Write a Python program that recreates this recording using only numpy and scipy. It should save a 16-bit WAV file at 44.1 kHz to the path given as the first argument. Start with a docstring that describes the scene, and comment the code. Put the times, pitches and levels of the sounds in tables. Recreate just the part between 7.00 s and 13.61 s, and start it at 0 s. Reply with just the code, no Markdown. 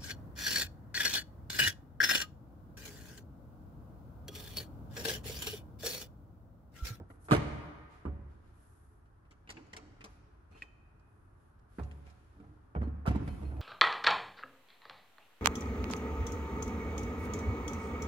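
"""A heavy cast gearbox case is tipped over on a steel workbench, and later tipped back onto a wooden block.
Each bump excites decaying modes of bench and shell and bursts of noise at the contact; rolling is rubbed modes.
In between a hand twists the input shaft: gears click as noise bursts, loose steel rings as shaft modes.
Sleeves rustle as grainy filtered noise; a workshop hums as steady noise and echoes through random decaying tails.
Two microphone ports hear it all."""
import sys
import numpy as np
from scipy import signal
from scipy.fft import rfft, irfft, next_fast_len
from scipy.io import wavfile
from scipy.ndimage import map_coordinates

SR = 44100
rng = np.random.default_rng(int(sys.argv[2]) if len(sys.argv) > 2 else 0)


def unload_wav(signal):
    """Save mono or channel-first audio to the path in sys.argv[1] as 16-bit WAV at rate SR, clipped to [-1, 1]."""
    wavfile.write(
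        sys.argv[1],
        SR,
        np.round(np.clip(np.atleast_2d(signal).T, -1, 1) * 32767).astype(np.int16),
    )


N = 291501

# Bumps of the case: (time [s], boom, knock, clack and grit levels [dB], drive of the upper bench modes [dB])
BUMPS = [(0.101, -54, -52.5, -49, -68, 9), (0.151, -44, -61, -70, -77, -5), (.285, -42, -51, -36.5, -53, 4),
         (0.3, -42, -42, -46, -50, 2), (.31, -13, -25.5, -20, -33, 6), (.317, -15, -22, -25, -30, -5),
         (.324, -27.5, -21, -30.5, -37.5, -7), (.333, -27, -30.5, -30.5, -38, -2),
         (0.341, -20.5, -46, -30, -42, 5.5), (0.348, -33, -49, -34, -35, -9),
         (0.364, -25, -34, -37, -41.5, 7.5), (1.053, -24.5, -32, -43, -66, 1.5),
         (1.064, -34.5, -37.5, -54.5, -78, -3), (1.076, -30.5, -39.5, -54.5, -72, 2),
         (4.785, -27.5, -34, -43.5, -62, 1), (4.796, -35, -37, -54, -67, 0),
         (4.813, -33.5, -50.5, -56, -71, 1.5), (5.365, -53, -60.5, -65, -81.5, 2),
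         (5.4, -41.5, -49.5, -65.5, -72, -1.5), (5.44, -46, -56.5, -62.5, -78, 4.5),
         (5.75, -38, -41.5, -36, -68.5, 1), (5.761, -17, -34.5, -52, -81.5, -1),
         (5.812, -40, -35, -43, -66, -3), (5.83, -27.5, -37.5, -49.5, -64.5, -6),
         (5.872, -33.5, -38, -57, -70, 3), (6.055, -38, -55, -36, -62, -8),
         (6.063, -37, -47, -36, -44.5, -5), (6.075, -15.5, -35, -33.5, -42, 2.5),
         (6.087, -38, -40, -55, -47.5, 15), (6.098, -37, -43, -59, -63, 3),
         (6.108, -18.5, -33.5, -41.5, -54, -0.5), (6.149, -25.5, -32.5, -41, -55, 1),
         (6.158, -37, -44, -60, -58, -6), (6.218, -26.5, -38.5, -54, -74, -11),
         (6.277, -20.5, -46, -43, -51, -7.5), (6.425, -26, -41, -53, -61, -4.5),
         (6.511, -26.5, -53, -48.5, -77, -7), (6.569, -22, -57, -59, -66, -5)]
# Modes of the steel bench top: (frequency [Hz], level [dB], decay by 60 dB [s])
BENCH_MODES = [(53.2, -5, 1), (67.96, 2.5, 0.6), (71.48, 1, 1), (102, -3.5, 0.53), (124, -11.5, 0.18),
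               (143.5, -6, 0.39)]
# Modes of the cast shell: (frequency [Hz], level [dB], decay by 60 dB [s])
CASE_MODES = [(169.6, 3, 0.043), (212.5, 1, 0.083), (255.5, 1.5, 0.065), (293.4, 5, 0.052),
              (343, -0.5, 0.053), (393.5, -7.5, 0.13), (440, -6, 0.15), (302.2, -22.5, 0.67),
              (561, -23, 0.79), (620, -13, 0.053), (735, -13, 0.3), (810, -16, 0.2), (890, -16.5, 0.11),
              (1194, -25, .2), (1360, -24, .3), (1460, -25, .2), (1718, -21.5, .18), (1940, -24, .3),
              (2290, -27, .3), (2460, -22, 0.14)]
# Contact noise, from dull to bright: (frequency [Hz], spectral density [dB per Hz])
THUD_SPECTRUM = [(140, -25.5), (300, -2.5), (600, -3), (900, -7), (1400, -29.5), (3000, -72.5)]
CLACK_SPECTRUM = [(300, -28), (500, 0), (850, 5.5), (1300, 4), (1750, -4.5), (2500, -15), (3500, -29.5),
                  (6000, -70.5)]
GRIT_SPECTRUM = [(1180, -23.5), (2000, 3.5), (3500, -7.5), (7860, -18.5), (8540, -17), (10400, -16),
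                 (11800, -19.5), (12300, -62.5), (16000, -96), (22000, -120)]
# The full weight lands in one low push: (time of its middle [s], peak level [dB], pitch [Hz])
LANDINGS = [(0.324, -11.5, 228), (.348, -21.5, 299), (5.764, -23, 169), (5.822, -26.5, 150),
            (5.876, -27.5, 169), (6.08, -16.5, 139), (6.108, -28, 189), (6.164, -19.5, 187),
            (6.233, -30.5, 192), (6.281, -28, 111)]
LANDING_CYCLES = 0.34  # standard deviation of the push's bell envelope, in cycles of its pitch
# Base contact length; it grows by SOFTER dB for each dB that the grit lies under the knock
CONTACT_S, SOFTER = 0.0092, 0.099
# Soft contacts spare the modes above 300 Hz: dB an octave for each dB that the grit lies under the knock
DULLER = 0.16
CHATTER_S, CHATTER_DB = 0.005936, -7.5  # the uneven rim touches twice more: mean gap [s], change a touch [dB]


def bumps():
    """Impact excitation: a blow starts bench and shell modes, and a softer contact lasts longer and duller."""
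    tones, thud, clack, grit = np.zeros((4, N))
    bench = body(BENCH_MODES, attack=.009)  # the wide top is slow to start moving
    shell = body(CASE_MODES, attack=0.0016)
    octaves = np.log2(np.transpose(CASE_MODES)[0] / 300).clip(0)
    upper = np.transpose(BENCH_MODES)[0] > 85
    for s, boom_db, *_, upper_db in BUMPS:
        add(tones, s, amp(boom_db - 5.0) * bench(2.5, upper_db * upper))
    for s, loss_db, (_, knock_db, clack_db, grit_db, _) in rebounds(BUMPS, CHATTER_S, CHATTER_DB, count=2):
        length = CONTACT_S * amp(SOFTER * (knock_db - grit_db))
        dulling_db = DULLER * min(grit_db - knock_db, 0) * octaves
        add(tones, s, amp(knock_db + loss_db + 6) * shell(3, dulling_db))
        add(thud, s, amp(clack_db + loss_db - 6.0) * puff(7 * length, attack=0.0008))
        add(clack, s, amp(clack_db + loss_db - 1.0) * puff(3.78 * length, attack=0.00041))
        add(grit, s, amp(grit_db + loss_db) * puff(4 * length, attack=0.0004))
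    for s, db, hz in LANDINGS:
        cycles = hz * np.arange(-SR // 50, SR // 50) / SR
        bell = np.exp(-(cycles / LANDING_CYCLES) ** 2 / 2)
        add(tones, s - 1 / 50, amp(db) * bell * np.cos(2 * np.pi * cycles))
    roughness = amp(2.0 * wobble(250))
    crunch = thud * noise(THUD_SPECTRUM)[0] + clack * noise(CLACK_SPECTRUM)[0] + grit * noise(GRIT_SPECTRUM)[0]
    return tones + roughness * crunch


# The case rocks and rolls on the bench: (start [s], length [s], boom level [dB], scrape level [dB])
DRAG = [(-.03, 0.079, -36.5, -47.5), (.1, 0.44, -56, -67.5), (2.52, 0.18, -75, -55),
        (2.72, 0.32, -88.5, -60), (5.3, 0.38, -64.5, -62), (6.14, 0.16, -48, -47.5),
        (6.28, 0.4, -43.5, -53.5), (6.4, 0.18, -58.5, -71), (6.48, 0.84, -39, -41)]
# Scraping noise: (frequency [Hz], spectral density [dB per Hz])
SCRAPE_SPECTRUM = [(90, -40.5), (150, -8), (220, -1), (300, 10.5), (400, -5.5), (800, -7.5), (1500, -17),
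                   (3000, -54.5), (6000, -84.5)]
RUB_TOP_HZ = 200  # the rolling boom falls away above this frequency [Hz]
ROCK_RISE = 0.36  # share of a stroke spent swelling


def drag():
    """Sustained friction excitation: the rolling rim's uneven rubbing keeps bench and shell modes sounding."""
    boom, scrape = strokes(DRAG, ROCK_RISE)
    shell = signal.fftconvolve(rng.standard_normal(N), body(CASE_MODES, attack=.002)(1.5))[:N]

    def bench_response(f):
        width = 12  # Hz, of every resonance
        modes = sum(amp(db) * 1j * f * width / (c * c - f * f + 1j * f * width) for c, db, _ in BENCH_MODES)
        return modes / (1 + 1j * f / RUB_TOP_HZ) ** 2

    bench = unit(filtered(rng.standard_normal(N), bench_response))
    unevenness = amp(0.67 * wobble(30))
    return boom * bench + scrape * unevenness * (noise(SCRAPE_SPECTRUM)[0] + amp(-11.0) * unit(shell))


# Gear clicks: (time [s], strength [dB], brightness [dB re strength], weight [dB re strength])
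CLICKS = [(2.054, -69.5, -9.5, -11.5), (2.252, -64.5, -19, -10), (2.309, -49.5, -10.5, -10),
          (2.474, -46, -22, -12), (2.491, -35.5, -19.5, -13.5), (2.501, -43, 0.5, -24),
          (2.569, -42, -32, -11), (2.667, -72.5, 1, 15), (2.731, -37.5, -14.5, -11),
          (2.765, -38.5, -6.5, -8), (3.007, -40, -21, -14.5), (3.041, -42.5, -3, -3.5),
          (3.512, -68, -9, 12), (3.55, -61.5, -15, 7.5), (3.62, -45.5, -11.5, -6.5),
          (3.996, -76, -3.5, -8.5), (4.59, -75.5, -5.5, -12.5), (4.832, -54.5, -7.5, -12.5),
          (4.912, -51.5, -16, -9), (5.067, -53, -19, -9), (5.098, -56.5, -10, -5.5),
          (6.27, -57.5, -26.5, 8.5)]
# Tick of the teeth and its brighter fizz: (frequency [Hz], spectral density [dB per Hz])
TEETH_SPECTRUM = [(900, -30), (1500, 8.5), (2600, 12), (4000, -5.5), (5000, -9), (7000, -73)]
FIZZ_SPECTRUM = [(3000, 0), (4500, 7.5), (7000, 4), (9000, -5), (11500, -7.5), (12400, -43)]
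CLICK_S = .05  # time for tick and fizz to die by 60 dB
REBOUND_S, REBOUND_DB = 0.008, -12  # teeth rebound twice: mean gap [s], change a rebound [dB]


def clicks():
    """Backlash impact: teeth rattle across their play in short gritty bursts that also knock the shell."""
    tick, fizz, clack, knock = np.zeros((4, N))
    burst, shell = puff(CLICK_S, attack=0.00061), body(CASE_MODES, attack=0.0036)
    for s, loss_db, (db, bright_db, weight_db) in rebounds(CLICKS, REBOUND_S, REBOUND_DB, count=2):
        add(tick, s, amp(db + loss_db - 7.0) * burst)
        add(fizz, s, amp(db + loss_db + bright_db) * burst)
        add(clack, s, amp(db + loss_db + weight_db - 8.0) * puff(3.54 * CLICK_S, attack=0.0011))
        add(knock, s, amp(db + loss_db + weight_db + 7) * shell(3))
    roughness = amp(2.2 * wobble(400))
    bright = tick * noise(TEETH_SPECTRUM)[0] + fizz * noise(FIZZ_SPECTRUM)[0]
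    return roughness * bright + clack * noise(CLACK_SPECTRUM)[0] + knock


# Steel parts chink: (time [s], levels [dB] of the short clank, of the rings near 2.5 kHz, near 3.1 kHz,
# and from 4.2 kHz up, added damping by hand or bench [dB/s])
CHINKS = [(3.527, -71, -74, -79, -85, 67), (3.548, -61, -57, -66, -64, 118),
          (3.575, -73, -58.5, -51, -74, 57), (3.621, -34, -61, -57, -80, 22),
          (3.683, -62.5, -81, -71, -103, -1.5), (5.833, -74, -62, -59, -56, 211),
          (6.277, -59, -50, -43, -46.5, 107), (6.451, -70, -56, -60, -55, 49),
          (6.566, -59, -70, -71, -64, 67)]
# Modes of the steel shaft: (frequency [Hz], level [dB], decay by 60 dB [s])
SHAFT_MODES = [(1900, -4, .025), (2500, 1, .035), (2510, -17, .55), (2545, -17, .6), (2700, -13, .12),
               (3068, -14, .6), (4220, -14, .36), (6900, -30, .06), (7600, -30, .06)]
# For each shaft mode: (which of the four levels drives it [index])
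SHAFT_GROUP = [0, 0, 1, 1, 1, 2, 3, 3, 3]
# Steel grates on steel: (start [s], length [s], level [dB])
GRATE = [(3.5, 0.1, -64.5), (3.555, 0.075, -73)]
# Drive of the same four groups by grating: (level [dB])
GRATE_DRIVE = (-3, 5.5, -10.5, -3)
GRATE_RISE = 0.46  # share of the stroke spent swelling
JANGLE_S, JANGLE_DB = .009, -16  # the loose part touches twice more: mean gap [s], change a touch [dB]


def chinks():
    """Modal ringing: a touch sets the steel shaft ringing unevenly, and grating feeds it dense grains."""
    tones, shaft = np.zeros(N), body(SHAFT_MODES, attack=0.0005)
    for s, loss_db, (*dbs, damping) in rebounds(CHINKS, JANGLE_S, JANGLE_DB, count=2):
        sound = shaft(1.5, np.take(dbs, SHAFT_GROUP))
        add(tones, s, amp(loss_db - damping * np.arange(len(sound)) / SR) * sound)
    grains = unit(amp(7 * wobble(600)) * rng.standard_normal(N))
    sound = shaft(1.5, np.take(GRATE_DRIVE, SHAFT_GROUP))
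    friction = strokes(GRATE, GRATE_RISE)[0] * grains
    grate = signal.fftconvolve(friction, sound / np.linalg.norm(sound))[:N]
    return (tones + grate) * amp(2.2 * wobble(70))


# Sleeves and hands slide: (start [s], length [s], rub level [dB], hiss level [dB])
RUSTLE = [(.08, 0.12, -111, -72.5), (.19, 0.14, -100, -70), (.24, 0.054, -83, -62.5),
          (.885, 0.2, -70.5, -80), (1.27, 0.21, -80.5, -89), (1.4, 0.28, -80, -84),
          (1.52, 0.57, -84.5, -73), (2.55, 0.16, -91, -100), (3.06, 0.2, -81, -79), (3.5, 0.1, -74, -81),
          (3.55, 0.14, -68.5, -80), (3.6, 0.056, -80, -103), (3.98, 0.62, -99, -86),
          (4.36, 0.26, -87, -84.5), (4.67, 0.42, -75.5, -75), (4.9, 0.92, -77, -83),
          (5.05, 0.084, -71, -86), (6.17, 0.61, -71, -70), (6.26, 0.042, -93, -93)]
# Low and high parts of the sliding noise: (frequency [Hz], spectral density [dB per Hz])
RUB_SPECTRUM = [(900, -20.5), (1800, -1.5), (2600, -4.5), (4500, -10), (7500, -16), (9000, -27.5)]
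HISS_SPECTRUM = [(3820, -26.5), (6500, -18.5), (8580, -18.5), (9520, -5), (10500, -7), (11300, -8),
                 (12300, -47.5), (16000, -72), (22000, -120)]
SLIDE_RISE = 0.23  # share of a stroke spent swelling


def rustle():
    """Friction noise: cloth and skin slide in uneven grains."""
    rub, hiss = strokes(RUSTLE, SLIDE_RISE)
    grain = amp(0.5 * wobble(20) + 0.69 * wobble(260))
    low = rub * unit(grain * noise(RUB_SPECTRUM, channels=2))
    high = hiss * unit(grain * noise(HISS_SPECTRUM, channels=2))
    return spread(low + high)


# Likeness of close sounds at the two ports: (frequency [Hz], left-right correlation [1])
NEAR_ALIKE = [(50, .98), (350, 1), (550, 0.33), (1000, 0.21), (4000, 0.2), (7500, 0.13), (10000, .95)]


def nearby(x):
    """Partial coherence: bench and wall add a smeared copy, varying in time, that differs between the ports."""
    step, fade = 2048, puff(.008, attack=.0003)[:768]
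    padded, copy = np.pad(x, (step, 2 * step)), np.zeros(N + SR)
    for start in range(0, N + step, step):
        smear = rng.standard_normal(len(fade)) * fade
        piece = padded[start:start + 2 * step] * signal.windows.hann(2 * step, sym=False)
        add(copy[start:], 0, signal.fftconvolve(piece, smear / np.linalg.norm(smear)))
    return spread(np.array([x, copy[step:step + N]]), NEAR_ALIKE)


# Reverberation time: (frequency [Hz], decay by 60 dB [s])
ROOM_DECAY = [(60, 1), (300, 1.054), (1500, 1.89), (2700, 1.4), (4000, 1.2), (6000, 1), (8000, 0.78),
              (12000, 1.75)]


def room(x):
    """Reverberation: each frequency dies at its own speed, with a new random tail every third of a second."""
    out, step = np.zeros((2, N + 2 * SR)), SR // 3
    x = np.pad(x, (0, SR))
    for start in range(0, N, step):
        # neighbouring pieces crossfade; the first starts at full level
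        fade = np.interp(np.arange(step + 1024), [0, 1024, step, step + 1024], [start == 0, 1, 1, 0])
        hz, t, z = signal.stft(rng.standard_normal((2, SR)), SR, nperseg=256)
        decay = amp(-60 * t / along(ROOM_DECAY, hz)[:, None])
        tail = signal.istft(z * decay, SR, nperseg=256)[1][:, :SR]
        piece = x[start:start + len(fade)] * fade
        wet = signal.fftconvolve(piece[None], tail / np.linalg.norm(tail[0]), axes=1)
        out[:, start + 250:start + 250 + wet.shape[1]] += wet  # the echo begins 250 samples late
    return spread(out[:, :N])


# The building's drone and a faint steady hiss: (frequency [Hz], spectral density [dB per Hz])
HUM_SPECTRUM = [(15, -32), (25, 6), (101, -7.5), (180, -22.5), (326, -24), (366, -22.5), (392, -37.5),
                (420, -20.5), (450, -32), (1320, -29.5), (1700, -35.5), (2140, -47), (6000, -64),
                (7800, -68), (13200, -120)]
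AIR_SPECTRUM = [(2500, -24.5), (5000, -6.5), (8000, -12), (10000, 2.5), (12000, -11.5), (12400, -24.5)]
HUM_DB, DRIFT_DB = -52.5, .8  # the drone's level and the scale of its slow unsteadiness


def hum():
    """Diffuse background noise: the building's low drone drifts slightly under a faint hiss."""
    drone = amp(HUM_DB + DRIFT_DB * wobble(2)) * spread(noise(HUM_SPECTRUM, channels=2))
    return drone + amp(-89.5) * spread(noise(AIR_SPECTRUM, channels=2))


def body(modes, attack):
    """Modal superposition: returns a function that plays one blow, each time at new mode strengths."""
    hz, db, t60 = np.transpose(modes)[:, :, None]
    t = np.arange(int(SR * t60.max() * 4 / 5)) / SR
    decay = amp(db - 60 * t / t60) * (1 - np.exp(-t / attack))
    waves = decay * np.sin(2 * np.pi * hz * t) / np.linalg.norm(amp(db))
    return lambda scatter_db, drive_db=0: amp(rng.normal(0, scatter_db, len(modes)) + drive_db) @ waves


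def rebounds(rows, gap, loss_db, count):
    """Inelastic rebound: each event as (s, loss dB, row), then weaker contacts at uneven gaps."""
    gaps = gap * np.cumsum(rng.uniform(.7, 1.3, (len(rows), count)), axis=1)
    return [(row[0] + late, loss_db * k, row[1:])
            for row, own in zip(rows, gaps) for k, late in enumerate([0, *own])]


def strokes(rows, rise):
    """Amplitude envelope: one gain curve for each dB column, in which every stroke swells, then fades."""
    gains = np.zeros((N, len(rows[0]) - 2))
    for s, length, *dbs in rows:
        t = np.arange(max(s, 0), s + length, 1 / SR)
        swell = np.interp(t, [s, s + rise * length, s + length], [0, 1, 0])
        add(gains, t[0], np.outer(swell, amp(dbs)))
    return gains.T


def puff(length, attack):
    """Exponential decay: a quick rise and a fall by 60 dB over the length."""
    t = np.arange(SR // 4) / SR
    return amp(-60 * t / max(length, .002)) * (1 - np.exp(-t / attack))


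def add(track, s, sound):
    """Linear superposition: mixes a sound into the track at time s."""
    part = track[round(s * SR):][:len(sound)]
    part += sound[:len(part)]


def noise(spectrum, channels=1):
    """Spectral shaping: white noise coloured by a density curve, at rms 1."""
    return unit(filtered(rng.standard_normal((channels, N)), lambda hz: amp(along(spectrum, hz))))


# Likeness of sound from all around at the two ports: (frequency [Hz], left-right correlation [1])
DIFFUSE_ALIKE = [(50, 0.97), (200, 0.94), (400, 0.21), (1000, 0.046), (4000, 0.02), (7500, 0.031),
                 (10000, 1)]


def spread(pair, alike=DIFFUSE_ALIKE):
    """Interchannel coherence: two unrelated signals mixed as sum and difference to a given likeness."""
    turn = lambda hz: np.arccos(np.clip(along(alike, hz), -1, 1)) / 2
    mid, side = filtered(pair, lambda hz: np.array([np.cos(turn(hz)), np.sin(turn(hz))]))
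    return np.array([mid + side, mid - side])


def filtered(x, response):
    """Linear filtering: x times a complex response of frequency."""
    m = next_fast_len(N + SR)
    return irfft(rfft(x, m) * response(np.fft.rfftfreq(m, 1 / SR)), m)[..., :N]


def wobble(rate):
    """Random modulation: a smooth random curve, rate knots a second."""
    return map_coordinates(rng.standard_normal(int(N * rate / SR) + 4), [np.arange(N) * rate / SR])


def along(points, hz):
    """Logarithmic frequency scale: interpolates (Hz, value) points on a log axis."""
    f, v = np.transpose(points)
    return np.interp(np.log(hz + 1), np.log(f + 1), v)


def unit(x):
    """Power normalisation: x scaled to rms 1."""
    return x / np.sqrt(np.mean(x ** 2) + 1e-20)


def amp(db):
    """Logarithmic level: decibels to gain."""
    return 10 ** (np.asarray(db) / 20)


# Share sent back by the walls: (frequency [Hz], level [dB])
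WALLS = [(60, -8.5), (200, -4), (600, -10.5), (1200, -10), (2200, -8), (4000, -7.5), (7000, -6.5),
         (12000, -20.5)]
PORTS = 11 / 44100  # s by which the left port hears later
TOP_HZ = 12450  # band limit of the microphone


def scene():
    """Direct and reverberant fields: the case stands a little right; the shaft end faces both ports at once."""
    heavy, light, steel = bumps() + drag(), clicks(), chinks()
    direct = nearby(heavy) * amp([[-1.1], [1.1]]) + nearby(light) * amp([[.3], [-.3]])
    # an opposite shift, so that the steel reaches both ports together
    direct += filtered(steel, lambda hz: np.exp(1j * np.pi * PORTS * hz * [[1], [-1]]))
    sent = heavy + amp(-4.5) * light + amp(-9.0) * steel
    echo = room(filtered(sent, lambda hz: amp(along(WALLS, hz))))
    return direct + echo + rustle() + hum()


def record(dry):
    """Interport delay and band limiting: the left port hears later; deep bass and the top are cut."""
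    delay = lambda hz: np.exp(-1j * np.pi * PORTS * hz * [[1], [-1]])
    bass = lambda hz: (1j * hz / (1j * hz + 34)) ** 5
    return filtered(dry, lambda hz: delay(hz) * bass(hz) * (hz < TOP_HZ))


dry = scene()
out = record(dry)
unload_wav(out)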